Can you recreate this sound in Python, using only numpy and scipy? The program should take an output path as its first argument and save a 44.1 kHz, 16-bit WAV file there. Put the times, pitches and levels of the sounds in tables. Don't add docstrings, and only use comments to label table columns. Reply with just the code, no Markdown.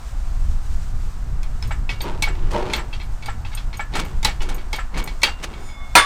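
import sys
import numpy as np
from scipy import signal
from scipy.fft import rfft, irfft, next_fast_len
from scipy.io import wavfile

SR = 44100
rng = np.random.default_rng(int(sys.argv[2]) if len(sys.argv) > 2 else 0)


def transcribe(signal):
    frames = np.atleast_2d(signal).T
    limited = np.clip(frames, -1, 1)
    pcm = np.round(limited * 32767).astype(np.int16)
    wavfile.write(sys.argv[1], SR, pcm)


N = 266805

# time in seconds, buffeting level in dB, flutter level in dB.
WIND_LEVELS = [(0, -20.5, -39), (.6, -15.5, -31.5), (1.3, -19.5, -32.5), (2.3, -20, -31), (2.7, -23.5, -36),
               (3.85, -24, -36), (4.25, -22, -33), (4.7, -23, -41), (5.3, -28.5, -42), (6.05, -24.5, -38.5)]
# frequency in Hz, relative level in dB per Hz.
BUFFET_COLOUR = [(8, 0.5), (20, 3.5), (40, -5), (75, -12.5)]
FLUTTER_COLOUR = [(40, -9), (110, -10.5), (216, -28), (300, -33.5), (500, -40)]
# time in seconds, hum level in dB, rustle level in dB.
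YARD_LEVELS = [(0, -45.5, -51), (.9, -47, -50.5), (1.3, -46.5, -53.5), (6.05, -45.5, -54)]
# frequency in Hz, relative level in dB per Hz.
HUM_COLOUR = [(200, 8.5), (400, -6), (750, 3), (1400, -0.5), (3000, -18)]
RUSTLE_COLOUR = [(1200, -5), (2000, -3.5), (8000, -4.5), (10600, -15), (15200, -15.5), (16600, -47)]

# time in seconds, level in dB, extra level of the high part in dB, main ping in Hz.
LINKAGE_CLACKS = [(1.4303, -32.5, 13.5, 2440), (1.624, -23, 3, 5260), (1.891, -13, -40, 2570),
                  (2.0045, -19.5, -5, 3700), (2.2227, -8.5, 11, 2300), (2.7, -23, -4, 2400),
                  (2.7337, -9, 4, 2180), (2.9274, -21.5, -34, 2660), (2.998, -29.5, -19, 2150),
                  (3.0126, -29, -18, 2290), (3.2233, -27, -1, 2310), (3.258, -23.5, 5, 4740),
                  (3.4479, -25.5, -25, 2610), (3.5153, -32, -21, 1680), (3.529, -25.5, -16, 2160),
                  (3.5715, -21, -24, 3400), (3.728, -23.5, -25, 2160), (3.936, -19.5, -15, 3720),
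                  (4.229, -18.5, 9, 2120), (4.247, -4.5, 10.5, 3980), (4.4044, -22.5, -18, 2940),
                  (4.58, -33, -20, 2350), (4.729, -12, 3, 2190), (4.9402, -26.5, -22, 2100),
                  (5.0744, -22, 4.5, 2000), (5.217, -21.5, 7, 1930), (5.2319, -2, 7, 2316),
                  (5.5358, -32.5, -16, 2245), (5.687, -34.5, -27, 2270)]
# frequency in Hz, relative level in dB, time to fall 60 dB in seconds.
LINKAGE_MODES = [(865, -8.5, 0.058), (1977, -15, 0.054), (2239, -11, 0.2), (2612, -13, 0.058),
                 (2786, -31, 0.44), (3236, -17.5, 0.14), (3454, -16, 0.074), (3760, -16, 0.052),
                 (3970, -25, 0.084), (4193, -15, 0.068), (4570, -22.5, 0.17), (5060, -19.5, 0.033),
                 (5560, -25.5, 0.03)]
BOUNCE_S, BOUNCE_LOSS_DB = 0.0069, 11.5
CRACK_T60_S = 0.012

# time in seconds, level in dB.
VALVE_TICKS = [(1.6733, -27), (2.0165, -21.5), (2.7626, -24.5), (3.032, -32.5), (3.26, -26.5),
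               (3.55, -20.5), (3.771, -24), (4.0503, -27), (4.545, -23), (4.761, -24), (5.041, -20.5)]
# time in seconds, level in dB.
PISTON_KNOCKS = [(1.708, -20), (2.273, -20), (2.781, -20.5), (3.284, -22), (3.794, -19), (3.963, -22.5),
                 (4.281, -23.5), (4.785, -19.5), (5.278, -22.5)]
# frequency in Hz, relative level in dB, time to fall 60 dB in seconds.
VALVE_MODES = [(6600, -3, 0.03), (8705, -2, 0.035), (12130, -7, 0.06), (13710, -2, 0.04)]
PISTON_MODES = [(823, 0, 0.057), (1345, -7, 0.14), (1717, -16, 0.25), (1798, -17, 0.2), (2256, -8, 0.1)]

# start in seconds, level in dB, hold in seconds, boom ringing in dB.
FRAME_GROANS = [(1.993, -32, 0.029, 2.5), (2.225, -42.5, 0.22, 2), (2.492, -26, 0.0086, 0.5),
                (2.576, -33.5, 0.12, 0), (3.892, -31.5, 0.054, -12), (4.373, -38, 0.04, -1.5),
                (4.455, -35.5, 0.014, -21), (4.901, -31.5, 0.038, -28), (5.35, -41.5, 0.18, -11)]
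GROAN_RISE_S, GROAN_FALL_DB_PER_S = 0.059, 119
# frequency in Hz, relative level in dB per Hz.
GROAN_SPECTRUM = [(110, -3), (160, 11), (250, 2.5), (370, 6.5), (600, -3.5), (950, -0.5), (1400, -7),
                  (3000, -24), (9000, -38)]
# frequency in Hz, relative level in dB, time to fall 60 dB in seconds.
BOOM_MODES = [(365, -4, .12), (460, -3, .05), (600, -4, .05), (920, 0, .035)]
# time in seconds, level in dB.
PIN_RASPS = [(2.503, -24), (2.5301, -23.5), (2.575, -24.5), (3.952, -8.5), (3.991, -14), (4.416, -16),
             (4.487, -16), (4.9735, -13.5), (5.426, -15.5)]

# frequency in Hz, loudest time in seconds, level in dB, seconds from loudest to 10 dB less.
SQUEAL_PARTIALS = [(1135, 5.81, -42, .06), (2172, 5.8, -42, .15), (3500, 5.77, -50, .2),
                   (5055, 5.71, -54, .09), (6810, 5.68, -51, .075), (8710, 5.67, -57, .07),
                   (10950, 5.71, -61, .05)]
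SEATED_UNTIL_S, SEATED_SHARP = 5.685, 0.022
# time in seconds, level in dB.
HANDLE_DROP = [(5.953, -1)]
TUBE_HZ = [1135, 2131, 2172, 3500, 3577, 5055, 6961, 8878, 10940]
# relative level in dB, time to fall 60 dB in seconds.
TUBE_MODES = [(-16.5, 3), (-5, 0.21), (-24, 0.9), (-14, 0.4), (-10, 0.2), (-20, 0.3), (-25, 0.24),
              (-6.5, 0.16), (-33, 0.61)]
FRAME_MODE_HZ = [646, 751, 962, 1336, 1666, 1943, 2486, 4355]
# relative level in dB, time to fall 60 dB in seconds.
FRAME_MODES = [(0.5, 0.075), (2.5, 0.058), (1, 0.11), (1, 0.13), (-8, 0.15), (-12, 0.25), (12.5, 0.025),
               (-5, 0.11)]
# frequency in Hz, relative level in dB per Hz.
CRASH_COLOUR = [(200, -14.5), (600, -8.5), (1400, 0.5), (3000, -8), (8000, -23), (16000, -46)]

CEILING, CUTOFF_HZ = 0.75, 16700


def amp(db):
    return 10 ** (np.asarray(db) / 20)


def rms_one(x):
    return x / np.sqrt(np.mean(x ** 2) + 1e-20)


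def in_time(rows):
    seconds, *columns = np.transpose(rows)
    return [np.interp(np.arange(N) / SR, seconds, column) for column in columns]


def coloured(spectrum):
    hz, db = np.transpose(spectrum)
    size = next_fast_len(N)
    grid = np.fft.rfftfreq(size, 1 / SR) + 1e-3
    shape = amp(np.interp(np.log(grid), np.log(hz), db, left=-90, right=-90))
    noise = rng.standard_normal(size)
    return rms_one(irfft(rfft(noise) * shape, size)[:N])


def band(low_hz, high_hz, grit=0, per_s=600):
    clicks = rms_one((rng.random(N) < per_s / SR) * rng.laplace(size=N))
    source = grit * clicks + (1 - grit) * rng.standard_normal(N)
    bandpass = signal.butter(2, [low_hz, high_hz], "band", fs=SR, output="sos")
    return rms_one(signal.sosfilt(bandpass, source))


def drift(rate):
    r = np.exp(-2 * np.pi * rate / SR)
    noise = rng.standard_normal(N + SR)
    return rms_one(signal.lfilter([1], [1, -2 * r, r * r], noise)[SR:])


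def ring(force, hz, t60):
    r = amp(-60 / (t60 * SR))
    w = 2 * np.pi * hz / SR
    return signal.lfilter([0, np.sin(w)], [1, -2 * r * np.cos(w), r * r], force + 1e-18)


def strike(seconds, blow_db, modes, spread_db, contact_s=0.0, chatter=0.0):
    at = np.round(np.asarray(seconds) * SR).astype(int)
    out = np.zeros(N)
    luck = rng.standard_normal((len(at), len(modes)))
    keep = np.exp(-1 / (max(contact_s, 1e-6) * SR))
    grit = chatter * rng.standard_normal(N)
    for k, (hz, level_db, t60) in enumerate(modes):
        clicks = np.zeros(N)
        sign = (-1) ** k
        clicks[at] = amp(blow_db(hz) + level_db + spread_db * luck[:, k]) * sign
        swell = signal.lfilter([2 * (1 - keep) ** 1.5], [1, -2 * keep, keep ** 2], clicks + 1e-18)
        out += ring(clicks + grit * swell, hz, t60)
    return out


def dying(seconds, level_db, t60, rise_s):
    t = np.arange(SR // 2) / SR
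    power = np.zeros(N + SR)
    for s, db, decay in np.broadcast(seconds, level_db, t60):
        at = round(s * SR)
        fall = amp(db - 60 * t / max(decay, 0.005))
        power[at:at + len(t)] += (fall * (1 - np.exp(-t / rise_s))) ** 2
    return np.sqrt(power[:N])


def wind():
    buffet_db, flutter_db = in_time(WIND_LEVELS)
    gust = drift(4.5)
    buffet = amp(buffet_db + 2.0 * gust) * coloured(BUFFET_COLOUR)
    return buffet + amp(flutter_db + 2.3 * gust) * coloured(FLUTTER_COLOUR)


def yard():
    hum_db, rustle_db = in_time(YARD_LEVELS)
    flicker_db = 1.2 * drift(8)
    hum = amp(hum_db) * coloured(HUM_COLOUR)
    return hum + amp(rustle_db + flicker_db) * coloured(RUSTLE_COLOUR)


def linkage():
    s, db, high_db, ping_hz = np.transpose(LINKAGE_CLACKS)
    t60 = 0.21 + 0.0007 * db
    low = dying(s, db - 21.0, 1.3 * t60, 0.0005) * band(137, 1530)
    mid = dying(s, 1.03 * db - 21, t60, 0.0011) * band(1400, 4300, grit=0.38)
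    high = dying(s, db + high_db - 29.5, 0.46 * t60, 0.0049) * band(2600, 13700, grit=0.35)

    rebound = np.arange(3)[:, None]
    touch_s = s + BOUNCE_S * rebound * rng.uniform(0.8, 1.1, len(s))
    touch_db = db - BOUNCE_LOSS_DB * rebound
    crack_shape = dying(touch_s, touch_db + 0.98 * high_db - 3, CRACK_T60_S, 0.0029)
    crack = crack_shape * band(3500, 8200)
    echo = dying(s, 0.94 * db - 11.5, 0.17, 0.016) * band(1070, 4400)

    tone = strike(touch_s.ravel() + 0.001, lambda hz: touch_db.ravel() - 7, LINKAGE_MODES,
                  spread_db=2.5, contact_s=0.0016, chatter=1.2)
    pings = np.zeros(N)
    for at, level_db, main_hz in zip(s, db, ping_hz):
        pings += strike([at + 0.00152], lambda hz: level_db, [(main_hz, -10, 0.075)], spread_db=2.0)
    loose = amp(2.5 * drift(70))
    return low + mid + high + crack + echo + loose * (tone + pings)


def valve():
    s, db = np.transpose(VALVE_TICKS)
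    touch_s = np.append(s, s + 0.017)
    ring_db = np.append(2 * db, 2 * db - 18)
    touch_db = np.append(db, db - 3)
    ringing = strike(touch_s, lambda hz: ring_db + 11, VALVE_MODES,
                     spread_db=3, contact_s=0.0015, chatter=0.8)
    return ringing + dying(touch_s, 0.71 * touch_db - 32, 0.13, 0.0033) * band(3400, 12000)


def piston():
    s, db = np.transpose(PISTON_KNOCKS)
    blow = strike(s, lambda hz: db - 3, PISTON_MODES, spread_db=3, contact_s=0.003, chatter=0.8)
    thud = signal.lfilter(np.hanning(9) / 4, [1], blow)
    whistle = dying(s + 0.008, db - 18, 0.1, 0.0043) * band(7510, 7900)
    burst = dying(s, db - 6, 0.15, 0.0044) * band(680, 2270, grit=0.098)
    return thud + whistle + burst


def groans():
    t = np.arange(N) / SR
    power, low_power, upper_power = 0, 0, 0
    for s, db, hold_s, boom_db in FRAME_GROANS:
        rise = np.clip((t - s) / GROAN_RISE_S, 0, 1) ** 2
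        falling_s = np.maximum(t - s - GROAN_RISE_S - hold_s, 0)
        swell = (rise * amp(db - GROAN_FALL_DB_PER_S * falling_s)) ** 2
        power = power + swell
        low_power = low_power + swell * amp(2 * boom_db)
        upper_power = upper_power + swell * amp(2 * boom_db + 2.34 * (db + 27.0))
    slips = amp(0.7 * drift(94))
    boom = [amp(db) * rms_one(ring(slips * rng.standard_normal(N), hz, t60)) for hz, db, t60 in BOOM_MODES]
    low, *upper = boom
    rasp = amp(-7.0) * band(750, 3300, grit=0.6, per_s=900)
    groan = np.sqrt(power) * slips * (coloured(GROAN_SPECTRUM) + rasp)
    return groan + np.sqrt(low_power) * low + np.sqrt(upper_power) * sum(upper)


def rasps():
    s, db = np.transpose(PIN_RASPS)
    grind = band(180, 2600) + amp(-3.5) * band(1400, 7700, grit=0.2)
    steel = strike(s, lambda hz: db - 21.0, LINKAGE_MODES, spread_db=1.0, contact_s=0.012, chatter=2.8)
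    roughness = amp(3.2 * drift(78))
    return dying(s, db - 6.0, 0.086, 0.0088) * roughness * grind + steel


def handle_squeal():
    t = np.arange(N) / SR
    turns = np.cumsum(1 + SEATED_SHARP * (t < SEATED_UNTIL_S)) / SR
    sing = np.zeros(N)
    for hz, s, db, fade_s in SQUEAL_PARTIALS:
        level = amp(db - 10 * ((t - s) / fade_s) ** 2 + 2.5 * drift(18))
        sing += level * np.sin(2 * np.pi * hz * turns + 0.4 * drift(30))
    return sing


def handle_fall():
    s, db = np.transpose(HANDLE_DROP)
    tube_modes = [(hz, *mode) for hz, mode in zip(TUBE_HZ, TUBE_MODES)]
    frame_modes = [(hz, *mode) for hz, mode in zip(FRAME_MODE_HZ, FRAME_MODES)]
    tube = strike(s, lambda hz: db, tube_modes, spread_db=0.0)
    frame = strike(s, lambda hz: db, frame_modes, spread_db=3.5)
    crash = dying(s, db + 1.5, 0.21, 0.0037) * coloured(CRASH_COLOUR)
    return amp(2.0 * drift(50)) * (tube + frame) + crash


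def scene():
    surroundings = wind() + yard()
    hoist = linkage() + valve() + piston() + groans() + rasps()
    return (surroundings + hoist + handle_squeal() + handle_fall())[None]


def record(dry):
    clipped = dry / (1 + np.abs(dry / CEILING) ** 12) ** (1 / 12)
    lowpass = signal.ellip(12, 0.5, 75, CUTOFF_HZ, fs=SR, output="sos")
    return signal.sosfilt(lowpass, clipped)


dry = scene()
out = record(dry)
transcribe(out)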